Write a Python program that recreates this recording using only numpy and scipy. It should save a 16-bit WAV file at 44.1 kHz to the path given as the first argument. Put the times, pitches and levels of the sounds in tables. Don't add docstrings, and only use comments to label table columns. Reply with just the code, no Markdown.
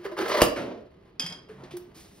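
import sys
import numpy as np
from scipy import signal
from scipy.fft import rfft, irfft, next_fast_len
from scipy.io import wavfile

SR = 44100
rng = np.random.default_rng(int(sys.argv[2]) if len(sys.argv) > 2 else 0)


def materialize(psi):
    bounded = np.clip(np.atleast_2d(psi).T, -1, 1)
    quanta = np.round(bounded * 32767).astype(np.int16)
    wavfile.write(sys.argv[1], SR, quanta)


N = 97020
T = np.arange(N) / SR


def sliding_weight():
    # time in seconds, level in dB, blend from 0 (first set) to 1 (second set).
    slide = [(0, -54, 0.29), (.03, -56.5, 0.56), (.045, -43.5, 0), (.07, -44, 0.28), (.105, -56.5, 0.71),
             (.125, -40.5, 1), (.162, -61, 0.75), (.18, -33, 0), (.27, -33.5, 0.08), (.31, -33, 0.84),
             (.4, -31, 0.91), (.411, -19.5, 0.97), (.417, -69, 0.55)]
    # start in seconds, strength in dB.
    bump_hits = [(0.034, -37.5), (0.052, -39.5), (0.113, -33.5), (0.167, -29), (.2, -27.5), (0.23, -31.5),
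                 (0.258, -30.5), (0.284, -31.5), (0.31, -32.5), (0.317, -20.5), (0.345, -29),
                 (0.364, -30.5), (0.374, -23)]
    # pitch in Hz, width in Hz, relative level in dB.
    first_modes = [(377, 49, 0.5), (483, 76, -2.5), (825, 41, -11), (1301, 83, -11.5), (1615, 98, -10),
                   (2085, 62, -15), (2465, 40, -24), (3080, 100, -23.5)]
    # pitch in Hz, width in Hz, relative level in dB.
    second_modes = [(378, 240, -11), (588.5, 79, 4), (666, 99, 0), (1016, 84, 1), (1197, 68, 1.5),
                    (1990, 125, -4.5), (2210, 78, -19), (2946, 70, -11.5)]
    # frequency in Hz, relative level in dB.
    hiss_colour = [(100, -18.5), (400, -3.5), (1500, -6.5), (3000, -13.5), (3800, -16), (4400, -13.5),
                   (5200, -18), (8000, -28), (12000, -27.5), (15500, -29.5)]
    grains_per_s, grain_spread_db, rattle_db = 2500, 4, 4.5
    slide_db, blend = curves(slide)
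    scrape = amp(slide_db + rattle_db * wobble(110))
    bumps = sum(amp(db) * fading(start, 0.0004, t60=0.0063) for start, db in bump_hits)
    grains = (rng.random(N) < grains_per_s / SR) * rng.standard_normal(N)
    grains *= amp(grain_spread_db * rng.standard_normal(N))

    def pipe_wall(share, modes):
        def response(f):
            return sum((-1) ** k * amp(db) * 1j * f * width / (hz * hz - f * f + 1j * f * width)
                       for k, (hz, width, db) in enumerate(modes))
        force = np.sqrt(share) * (scrape + bumps) * grains
        return filtered(force, response) / np.std(filtered(grains, response))

    blend = np.clip(blend, 0, 1)
    hiss = amp(-3) * (scrape + .3 * bumps) * coloured(hiss_colour)
    return pipe_wall(1 - blend, first_modes) + pipe_wall(blend, second_modes) + hiss


def can_slam():
    # frequency in Hz, relative level in dB.
    crack_colour = [(100, -27), (1000, -4.5), (1700, 11), (3000, -8.5), (4500, 0), (8000, -6), (11500, -6),
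                    (15500, -16)]
    # frequency in Hz, relative level in dB.
    crunch_colour = [(150, -3.5), (500, -7.5), (900, 3.5), (1800, -7.5), (3000, -1.5), (4000, -15),
                     (8000, -10.5), (11500, -13), (15500, -16.5)]
    # pitch in Hz, level in dB, t60 in seconds.
    thud_modes = [(77, -15, 0.04), (349.5, -8.5, 0.015), (349, -15.5, 0.064), (461, -17, 0.068),
                  (499, -10, 0.054), (584, -4.5, 0.043), (1065, -15.5, 0.052)]
    # time in seconds, level in dB.
    tail_swell = [(.54, -86), (.568, -36.5), (.62, -36), (.665, -34.5), (.72, -41), (.775, -45), (.8, -53),
                  (.9, -69.5)]
    # frequency in Hz, relative level in dB.
    tail_colour = [(40, -32.5), (130, -2.5), (310, 0), (580, 1.5), (800, -12), (1700, -22.5), (3000, -26),
                   (6000, -37), (15000, -89)]
    slam_s, thud_delay_s = .4172, 0.00247
    crack = amp(-5.5) * fading(slam_s, 0.00059, t60=0.015) * coloured(crack_colour)
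    crunch = amp(-17.5 + 4.2 * wobble(300)) * fading(slam_s, 0.00052, t60=0.12) * coloured(crunch_colour)
    room_tail = amp(curves(tail_swell)[0] + 3.1 * wobble(60)) * coloured(tail_colour)
    return crack + crunch + room_tail + ring(slam_s + thud_delay_s, thud_modes, flutter=0)


def steel_clinks():
    # start in seconds, relative level in dB.
    hits = [(1.196, -24), (1.24, -40), (1.2625, -31.5), (1.3, -42.5), (1.324, -40.5), (1.372, -59.5),
            (1.43, -65)]
    # pitch in Hz, relative level in dB, t60 in seconds.
    steel_modes = [(2210, -7.5, 0.14), (2540, -4, 0.084), (3176, -2, 0.16), (3240, -4.5, 0.36),
                   (3380, -2.5, 0.091), (4600, -11.5, 0.19), (4933, -2.5, 0.14), (5006, 5, 0.082),
                   (5540, -10.5, 0.077), (5840, -8, 0.14), (7120, -7, 0.13), (9250, -12.5, 0.16),
                   (11570, -14, 0.085), (14150, -19, .04)]
    # frequency in Hz, relative level in dB.
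    edge_colour = [(500, -10), (2500, -3.5), (3900, -2), (5500, -1), (10000, -14), (15000, -54)]
    out = np.zeros(N)
    for start, db in hits:
        tone = ring(start, steel_modes, flutter=1.6)
        edge = amp(6) * fading(start, 0.00099, t60=0.034) * coloured(edge_colour)
        out += amp(db - 6.5) * (tone + edge)
    return out


def pipe_hums():
    # start in seconds, pitch in Hz, level in dB, hold and t60 in seconds.
    knocks = [(-.01, 351.5, -39, 0.0099, 0.34), (0.119, 347, -34.5, 0.021, 0.089),
              (0.116, 618, -34.5, 0.01, 0.079), (0.122, 997, -47, 0.013, 0.05),
              (.198, 362.7, -22, 0.012, 0.027), (.216, 360, -21, 0.0042, 0.036),
              (.228, 366, -29, 0.0076, .04), (.3445, 655, -17.5, 0.0029, 0.012),
              (.354, 600, -20, 0.0011, 0.02), (1.201, 260.5, -37.5, 0.0087, 0.027),
              (1.237, 167, -38, 0.017, 0.089), (1.295, 168.6, -41, 0.0088, 0.14),
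              (1.494, 432.7, -39.5, 0.02, 0.1), (1.51, 188.7, -52.5, 0.09, 0.24),
              (1.53, 135.4, -50, 0.086, .2), (1.632, 357, -41, 0.008, 0.13),
              (1.964, 330.7, -49, 0.019, .15), (1.71, 149, -47, 0.018, 0.056),
              (1.737, 356, -32.5, 0.038, 0.086)]
    attack_s = 0.0015
    out = np.zeros(N)
    for start, hz, db, hold, t60 in knocks:
        body = fading(start, attack_s, t60, hold)
        tail = amp(-11) * fading(start, attack_s, t60=4 * hold, hold_s=3.3 * hold)
        out += amp(db) * np.maximum(body, tail) * np.sin(2 * np.pi * hz * (T - start))
    return out


def pipe_brushes():
    # start in seconds, level in dB, attack and t60 in seconds,
    # corner frequency in Hz, slopes below and above the corner in dB per octave.
    touches = [(0.279, -35.5, 0.0026, 0.17, 2620, 8, -5), (0.31, -27.5, 0.0054, 0.16, 4930, 3, -30),
               (.4095, -22, .0015, 0.024, 2300, 7.5, -11), (0.559, -34.5, 0.0014, 0.38, 1610, 0.5, -9.5),
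               (1.2, -45.5, 0.0047, 0.57, 1470, 2.5, -9.5), (1.298, -44.5, 0.011, 0.31, 1500, -0.5, -16),
               (1.33, -56, 0.023, 3.3, 343, 5, -36), (1.485, -50.5, 0.00383, 0.4, 1520, -0.5, -9),
               (1.574, -45.5, 0.027, 0.71, 696, 2, -9.5), (1.635, -45, 0.0011, 0.14, 4430, -4, -14),
               (1.707, -46.5, 0.003, 0.2, 3270, 2, -10), (1.769, -35, 0.00029, 0.036, 7100, 0, 0.5),
               (1.778, -59.5, 0.0034, 0.86, 3770, -5.5, -4), (1.943, -46.5, 0.025, 0.58, 4700, 2, -6),
               (2.1, -55.5, 0.057, 0.98, 4860, 2, -4.5)]
    out = np.zeros(N)
    for start, db, attack, t60, hz, rise, fall in touches:
        bass_db, treble_db = -rise * np.log2(hz / 150), fall * np.log2(16000 / hz)
        colour = [(30, -60), (150, bass_db), (hz, 0), (16000, treble_db)]
        out += amp(db + 1.44 * wobble(270)) * fading(start, attack, t60) * coloured(colour)
    return out


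def room(x):
    # frequency in Hz, t60 in seconds.
    decay_times = [(60, 0.2), (250, 0.61), (600, 0.5), (2000, 0.41), (5000, 0.36), (10000, 0.2),
                   (15000, 0.26)]
    predelay_s = .004
    hz, t, noise = signal.stft(rng.standard_normal((2, SR)), SR, nperseg=256)
    decay = amp(-60 * t / along(decay_times, hz)[:, None])
    tail = diffuse(signal.istft(noise * decay, SR, nperseg=256)[1])
    delayed = np.pad(x, (round(predelay_s * SR), 0))
    return signal.fftconvolve(delayed[None], tail / np.linalg.norm(tail[0]), axes=1)[:, :N]


def ventilation():
    # frequency in Hz, relative level in dB.
    air_colour = [(15, -39.5), (25, 0.5), (198, -0.5), (239, -8.5), (398, -1), (578, -20.5), (635, -13.5),
                  (2280, -31.5), (2450, -24.5), (4800, -37.5), (6800, -62), (10000, -67.5), (14300, -84)]
    return amp(-55.5) * diffuse(np.array([coloured(air_colour), coloured(air_colour)]))


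def diffuse(pair):
    # frequency in Hz, left-right likeness (1 is mono).
    likeness = [(60, 0.99), (200, 1), (500, 0.15), (1000, 0.057), (3000, 0.161), (5000, .7), (8000, 0.97),
                (16000, 0.6)]

    def mid_side_gains(hz):
        angle = np.arccos(np.clip(along(likeness, hz), -1, 1)) / 2
        return np.array([np.cos(angle), np.sin(angle)])

    mid, side = filtered(pair, mid_side_gains)
    return np.array([mid + side, mid - side])


def ring(start_s, modes, flutter):
    first, flutter_share = round(start_s * SR), .04
    out, span = np.zeros(N), slice(first, first + SR // 2)
    t = T[span] - start_s
    for hz, db, t60 in modes:
        phase = 2 * np.pi * hz * t
        sine = (1 + flutter * wobble(flutter_share * hz, t)) * np.sin(phase)
        cosine = flutter * wobble(flutter_share * hz, t) * np.cos(phase)
        out[span] += amp(db - 60 * t / t60) * (sine + cosine)
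    out[span] *= 1 - np.exp(-np.abs(t) / 0.00037)
    return out / np.hypot(1, flutter)


def fading(start_s, attack_s, t60, hold_s=0):
    t = np.maximum(T - start_s, 0)
    return (1 - np.exp(-t / max(attack_s, 1e-4))) * amp(-60 * np.maximum(t - hold_s, 0) / t60)


def wobble(hz, t=T):
    knots = rng.standard_normal(4096)
    return np.interp(np.abs(t) * hz, np.arange(len(knots)), knots)


def coloured(spectrum):
    noise = filtered(rng.standard_normal(N), lambda hz: amp(along(spectrum, hz)))
    return noise / np.sqrt(np.mean(noise ** 2) + 1e-20)


def filtered(x, response):
    size = next_fast_len(x.shape[-1] + SR // 2)
    return irfft(rfft(x, size) * response(np.fft.rfftfreq(size, 1 / SR)), size)[..., :x.shape[-1]]


def curves(rows):
    times, *columns = np.transpose(rows)
    return [np.interp(T, times, column) for column in columns]


def along(points, hz):
    freqs, values = np.transpose(points)
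    return np.interp(np.log(hz + 1), np.log(freqs + 1), values)


def amp(db):
    return 10 ** (np.asarray(db) / 20)


def scene():
    layers = [sliding_weight() + steel_clinks(), can_slam(), pipe_brushes()]
    hums = pipe_hums()
    reverb = amp(-6) * sum(room(layer) for layer in layers) + amp(-15) * room(hums)
    return sum(layers) + hums + reverb + ventilation()


def record(dry):
    # frequency in Hz, lead of the left in radians.
    port_lead = [(0, 0), (2000, 1.01), (5200, 1.0447), (7400, 3), (10300, 6.5), (13600, 9), (16000, 12)]
    # frequency in Hz, left over right in dB.
    port_tilt = [(60, 0), (600, -1.5), (2500, -0.3), (10000, -0.5)]
    ceiling, knee, bass_cut_hz, top_hz = .95, 4, 29.4, 15750
    sides = np.array([[.5], [-.5]])

    def ports(hz):
        balance = amp(sides * along(port_tilt, hz))
        lead = np.exp(1j * sides * np.interp(hz, *np.transpose(port_lead)))
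        bass_cut = (1j * hz / (bass_cut_hz + 1j * hz)) ** 2
        treble_cut = np.clip((top_hz - hz) / 200 + .5, 0, 1) ** 2
        return balance * lead * bass_cut * treble_cut

    saturated = dry / (1 + np.abs(dry / ceiling) ** knee) ** (1 / knee)
    return filtered(saturated, ports)


dry = scene()
out = record(dry)
materialize(out)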